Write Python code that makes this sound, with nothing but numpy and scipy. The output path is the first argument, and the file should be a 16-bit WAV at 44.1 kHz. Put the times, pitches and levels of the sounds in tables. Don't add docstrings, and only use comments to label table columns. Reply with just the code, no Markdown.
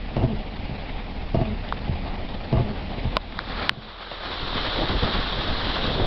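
import sys
import numpy as np
from scipy import signal
from scipy.io import wavfile
from scipy.ndimage import uniform_filter1d

SR = 44100
rng = np.random.default_rng(int(sys.argv[2]) if len(sys.argv) > 2 else 0)


def voltage_ratio(level):
    return 10 ** (np.asarray(level, float) / 20)


def master(y):
    cut = np.clip(np.atleast_2d(y).T, -1, 1)
    pcm = np.round(cut * 32767)
    wavfile.write(sys.argv[1], SR, pcm.astype(np.int16))


N = 267244
T = np.arange(N) / SR

# time of the lower turn in seconds, strength in dB,
# slack in seconds until the arm catches.
SWEEPS = [(0.165, -1.5, 0.072), (1.344, -2, 0.068), (2.526, -2, 0.07), (3.704, -10, 0.067)]
# frequency in Hz, relative level in dB, nominal t60 in seconds.
COWL = [(83, -7, 0.23), (121.5, 2, 0.1), (156, -1, 0.061), (200.7, -3.5, 0.079), (268, -6.5, 0.081),
        (344, -1, 0.047), (455, -14.5, 0.15), (539, -10.5, 0.072), (660, -5, 0.067), (851, -17.5, 0.095),
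        (973, -17, 0.041), (1076, -16.5, 0.026), (1380, -25.5, 0.0073), (2100, -20, 0.018),
        (2800, -21, 0.025), (3880, -23.5, 0.0094)]


def evened(x):
    return x / np.sqrt(np.mean(x ** 2) + 1e-20)


def add(mix, s, sound):
    part = mix[round(s * SR):][:len(sound)]
    part += sound[:len(part)]


def band_passed(x, low_hz, high_hz):
    return signal.sosfilt(signal.butter(2, [low_hz, high_hz], "band", fs=SR, output="sos"), x)


def wander(hz):
    low_pass = signal.butter(2, hz, fs=SR, output="sos")
    return evened(signal.sosfilt(low_pass, rng.standard_normal(N)))


def ring(hz, db, t60, rise):
    t = np.arange(SR // 4) / SR
    return voltage_ratio(db - 60 * t / t60) * (1 - np.exp(-t / rise)) * np.sin(2 * np.pi * hz * t)


def noise(spectrum, patchy_db, flicker_db, size):
    frames, bin_hz = 4 * N // size + 5, np.fft.rfftfreq(size, 1 / SR)
    real, imaginary, patches = rng.standard_normal((frames, len(bin_hz), 3)).T
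    patches = uniform_filter1d(patches, size=size // 100, axis=0)
    patches = evened(uniform_filter1d(patches, size=8, axis=1))
    flicker = evened(uniform_filter1d(rng.standard_normal(frames), size=3))
    hz, db = np.transpose(spectrum)
    colour_db = np.interp(np.log(bin_hz + 1), np.log(hz + 1), db)[:, None]
    spectra = (real + 1j * imaginary) * voltage_ratio(colour_db + patchy_db * patches + flicker_db * flicker)
    return evened(signal.istft(spectra, nperseg=size, noverlap=3 * size // 4)[1][:N])


def car():
    # time in seconds, engine drone level in dB, cabin wash level in dB.
    cabin = [(0, -35, -30.5), (0.797, -37, -29.5), (1.401, -37.5, -30), (1.947, -31.5, -29),
             (2.501, -44, -28.5), (3.1, -32, -28.5), (3.598, -37.5, -27.5), (4.002, -45, -41),
             (4.404, -39.5, -43), (6.1, -37, -29)]
    # multiple of the firing rate, relative level in dB.
    orders = [(1, 1), (2, -7.5), (3, -17.5), (5, -10.5)]
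    # frequency in Hz, relative level in dB per Hz.
    wash_colour = [(88, -43.5), (150, -5), (189, 2.5), (269, -1.5), (324, -8), (667, -7), (840, -6),
                   (921, -12), (1460, -18.5), (2080, -14.5), (3790, -19.5), (5000, -27.5), (5920, -62),
                   (7700, -74), (13000, -120)]
    # frequency in Hz, relative level in dB per Hz.
    boom_colour = [(10, -16), (22, 6), (45, -6), (80, -1), (150, -13), (250, -30.5), (400, -40.5)]
    firing_hz, uneven = 38.47, 0.0501

    s, drone_db, wash_db = np.transpose(cabin)
    drone_gain = np.sqrt(2) * voltage_ratio(np.interp(T, s, drone_db))
    wash_gain = voltage_ratio(np.interp(T, s, wash_db))

    turns = np.cumsum(firing_hz * (1 + uneven * wander(3.884))) / SR
    drone = np.zeros(N)
    for multiple, db in orders:
        drone += voltage_ratio(db + 1.5 * wander(2.2)) * np.sin(2 * np.pi * (multiple * turns + rng.random()))

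    wash = noise(wash_colour, patchy_db=1.5, flicker_db=1.5, size=1024) * voltage_ratio(0.58 * wander(54) - 6.5)
    boom = noise(boom_colour, patchy_db=1.2, flicker_db=0.6, size=2048) * voltage_ratio(-4.5)
    return drone_gain * drone + wash_gain * (wash + boom)


def spray():
    # time in seconds, fine spray level in dB,
    # splash level in dB.
    window = [(2.6, -68, -65), (3.099, -50.5, -51), (3.3, -44, -41.5), (3.618, -38.5, -30.5),
              (3.78, -40.5, -38.5), (4.12, -39.5, -33.5), (4.22, -36.5, -33), (4.35, -34.5, -32),
              (4.9, -31.5, -29.5), (5.5, -33.5, -31), (5.87, -31, -31.5), (6.06, -36.5, -37)]
    # frequency in Hz, relative level in dB per Hz.
    hiss_colour = [(1500, -38.5), (2150, -18.5), (2900, -7), (3350, 0), (3900, -1), (4400, -10.5),
                   (5050, -18.5), (5900, -18.5), (7700, -65), (13000, -115)]
    # frequency in Hz, relative level in dB per Hz.
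    splash_colour = [(150, -13.5), (300, -4), (650, -1), (950, -2), (1150, 0.5), (1800, -4.5), (2200, -7.5),
                     (3000, -12.5), (4500, -10.5), (5300, -23.5), (5900, -48.5), (7700, -86.5),
                     (13000, -120)]

    s, hiss_db, splash_db = np.transpose(window)
    hiss_gain = voltage_ratio(np.interp(T, s, hiss_db, left=-99))
    splash_gain = voltage_ratio(np.interp(T, s, splash_db, left=-99))
    clumps = voltage_ratio(0.57 * wander(200) + 1.08 * wander(9.6))
    hiss = noise(hiss_colour, patchy_db=1.3, flicker_db=0.55, size=1024)
    splash = noise(splash_colour, patchy_db=-0.4, flicker_db=0.0, size=1024)
    lumpy_splash = splash * voltage_ratio(1.3 * wander(60) + 1.0 * wander(10))
    return clumps * (hiss_gain * hiss + splash_gain * lumpy_splash)


def wind():
    # time in seconds, level in dB ahead of the capsule.
    steady = [(4.25, -29), (4.6, -28), (4.9, -22.5), (5.3, -26), (5.7, -22), (6.06, -22.5)]
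    # frequency in Hz, relative level in dB per Hz.
    buffet_colour = [(10, -26.5), (22, -2), (38, -4.5), (60, -14.5), (120, -11.5), (300, -18), (800, -24),
                     (1500, -43.5), (3000, -71)]
    # time of the top in seconds, level in dB ahead of the capsule, half length in seconds.
    gusts = [(4.556, -26.5, 0.022), (4.776, -25, 0.028), (4.826, -20, 0.023), (4.903, -24, 0.016),
             (4.947, -21.5, 0.028), (5.032, -18, 0.007), (5.057, -20.5, 0.023), (5.186, -30, 0.041),
             (5.389, -21, 0.02), (5.505, -26, 0.017), (5.887, -20.5, 0.03), (5.959, -26, 0.011),
             (6.022, -18, 0.038)]
    # frequency in Hz, relative level in dB per Hz.
    coarse_colour = [(80, -27.5), (200, 2.5), (450, 0.5), (900, -10.5), (1500, -17.5), (3000, -31.5),
                     (6000, -62.5), (13000, -120)]
    dent_s = 0.005

    lumps = evened(noise(buffet_colour, patchy_db=2, flicker_db=1.1, size=2048) * voltage_ratio(2.2 * wander(35)))
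    level = voltage_ratio(np.interp(T, *np.transpose(steady), left=-99))
    puffs, dents = np.zeros(N), np.zeros(N)
    for s, db, half_s in gusts:
        puffs += voltage_ratio(db) * np.exp(-((T - s) / half_s) ** 2)
        u = (T - s) / dent_s
        dents += voltage_ratio(db) * (2 * u ** 2 - 1) * np.exp(-u ** 2)

    carried = voltage_ratio(-12) * puffs * noise(coarse_colour, patchy_db=-1.0, flicker_db=2.5, size=256)
    pressure = (level + puffs) * lumps + dents
    return 0.22 * np.tanh(pressure / 0.46) + carried


def knocks():
    # seconds after the turn, peak in dB over the strength of the
    # cycle, brightness in dB per octave.
    landing = [(-.007, -20, -2), (0, -8.5, 1.4), (.009, -15, 1.5), (.025, -16.5, -6.5), (.041, -23.5, 1)]
    # seconds after the catch, peak in dB over the strength of the
    # cycle, brightness in dB per octave.
    catch = [(-.017, -21.5, 2), (-.008, -18, 1), (0, -10, -1.5), (.008, -14, -1.5), (.095, -20, -6)]
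    # start in seconds, nominal peak in dB, brightness in dB per octave.
    turns_and_thumps = [(.692, -22, -1.5), (.71, -21, -7.5), (1.877, -18.5, -1), (1.891, -17.5, -8),
                        (1.914, -26, -4), (2.975, -27.5, -3), (3.051, -16.5, -5), (3.061, -20, -6),
                        (4.113, -19.5, 8), (4.425, -25, -3)]
    scatter_db, detune = 1.2, 0.025
    slap_db, slap_t60_s, slap_bright_octaves = -28, 0.028, 2.4

    blows = list(turns_and_thumps)
    for turn_s, strength_db, slack_s in SWEEPS:
        for start_s, hits in ((turn_s, landing), (turn_s + slack_s, catch)):
            blows += [(start_s + late_s, strength_db + db, bright_db) for late_s, db, bright_db in hits]

    out, slap_gain = np.zeros(N), np.zeros(N)
    slap_t = T[:SR // 10]
    for s, db, bright_db in blows:
        knock = 0
        for k, (hz, mode_db, t60) in enumerate(COWL):
            mode_hz = hz * (1 + detune * rng.standard_normal())
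            tilted_db = mode_db + bright_db * np.log2(hz / 125)
            knock = knock + (-1) ** (k // 2) * ring(mode_hz, tilted_db, t60, rise=0.0013)
        hard_db = scatter_db * rng.standard_normal()
        add(out, s, voltage_ratio(db + hard_db) * knock / abs(knock).max())
        level_db = db + slap_db + slap_bright_octaves * min(bright_db, 5)
        add(slap_gain, s, voltage_ratio(level_db - 60 * slap_t / slap_t60_s))

    grit = evened(band_passed(rng.standard_normal(N), 1100, 4300))
    return out + slap_gain * grit


def panel_rattle():
    chatter = rng.standard_normal(N) * voltage_ratio(3.5 * wander(88))
    response = 0
    for hz, db, t60 in COWL:
        tilted_db = db + 3.5 * np.log2(min(hz, 900) / 125)
        response = response + ring(hz, tilted_db, 0.7 * t60, rise=0.001)
    return evened(signal.oaconvolve(chatter, response)[:N])


def wiper_drive():
    # multiple of the motor pitch, relative level in dB.
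    partials = [(1, 9), (2, -0.5), (3, -7.5)]
    rattle_db, rise_s, sag_db_per_s, fall_db_per_s = -21, 0.0097, 7.5, 299
    motor_hz, motor_sag_hz_per_s = 216, 250
    pull_db, pull_s, pull_half_s = -39, 0.15, 0.058
    scrape_db = -0.5

    shake, load = np.zeros(N), np.zeros(N)
    pitch_hz = np.full(N, float(motor_hz))
    for turn_s, strength_db, slack_s in SWEEPS:
        t = T - turn_s
        fade_db = sag_db_per_s * np.maximum(t, 0) + fall_db_per_s * np.maximum(t - slack_s, 0)
        shake += np.clip(t / rise_s, 0, 1) * voltage_ratio(rattle_db + strength_db - fade_db)
        load += voltage_ratio(pull_db + strength_db) * np.exp(-((t - pull_s) / pull_half_s) ** 4)
        sinking_hz = motor_hz - motor_sag_hz_per_s * np.clip(t - pull_s, -pull_s, pull_s)
        pitch_hz = np.where(t > 0, sinking_hz, pitch_hz)

    turns = np.cumsum(pitch_hz * (1 + 0.045 * wander(22))) / SR
    whine = np.zeros(N)
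    for multiple, db in partials:
        whine += voltage_ratio(db + 2.8 * wander(25)) * np.sin(2 * np.pi * multiple * turns)
    return (shake + voltage_ratio(scrape_db) * load) * panel_rattle() + np.sqrt(2) * load * whine


def ticks():
    # start in seconds, peak in dB, centre of the low ring in Hz, t60 in seconds,
    # treble in dB, frequency in Hz where front and back partly cancel.
    snaps = [(1.6886, -24.5, 1310, 0.016, 17, 2100), (1.7241, -11, 1320, 0.0071, -8, 2100),
             (1.7903, -31, 980, 0.036, 11, 2100), (2.289, -28, 1000, 0.024, 10, 2100),
             (3.168, -4.5, 755, 0.037, -2, 3530), (3.324, -22.5, 2050, 0.0038, -22, 2900),
             (3.39, -6.5, 1550, 0.0071, -1, 2950), (3.6934, 0, 1650, 0.02, 7, 3850)]
    # frequency in Hz, relative level in dB, share of the tick's t60.
    shell = [(630, 7, 0.59), (1020, 7, 0.69), (1460, -1, 0.99), (1707, 5, 0.5), (2470, 6.5, 0.1),
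             (3023, 1.5, 0.34), (3688, 11, 0.19), (4840, 4.5, 0.071), (6060, -10.5, 0.13)]
    back_share = 0.62

    out = np.zeros(N)
    for s, db, centre_hz, t60, treble_db, dip_hz in snaps:
        front = 0
        for k, (hz, mode_db, share) in enumerate(shell):
            weight = voltage_ratio(-16 * np.log2(hz / centre_hz) ** 2) + voltage_ratio(treble_db) * (hz > 2300)
            sign = (-1) ** max(k, 1)
            front = front + sign * weight * ring(hz, mode_db, share * t60, rise=0.0006)
        t = T[:len(front)]
        back = np.interp(t - 1 / dip_hz, t, front)
        tick = front - back_share * back
        add(out, s, voltage_ratio(db) * tick / abs(tick).max())
    return out


def scene():
    return (car() + spray() + wind() + knocks() + wiper_drive() + ticks())[None]


def top_cut(x):
    return signal.sosfilt(signal.butter(12, 16600, fs=SR, output="sos"), x)


def record(dry):
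    threshold_db, recovery_db_per_s, delay_s = -11.0, 14, 0.0012
    sensed = band_passed(dry[0], 300, 6000)
    peak_db = 20 * np.log10(abs(sensed) + 1e-9)
    recovery_db = recovery_db_per_s * T
    held_db = np.maximum.accumulate(peak_db + recovery_db) - recovery_db
    over_db = np.maximum(held_db - threshold_db, 0)
    late_db = np.interp(T - delay_s, T, uniform_filter1d(over_db, size=30))
    amplified = np.clip(dry / voltage_ratio(late_db), -0.75, 0.75)
    voice_grade = signal.cheby2(14, 90, 7000, fs=SR, output="sos")
    band = signal.sosfilt(voice_grade, amplified)
    clipped = np.clip(band, -0.7, 0.7)
    return top_cut(clipped)


dry = scene()
out = record(dry)
master(out)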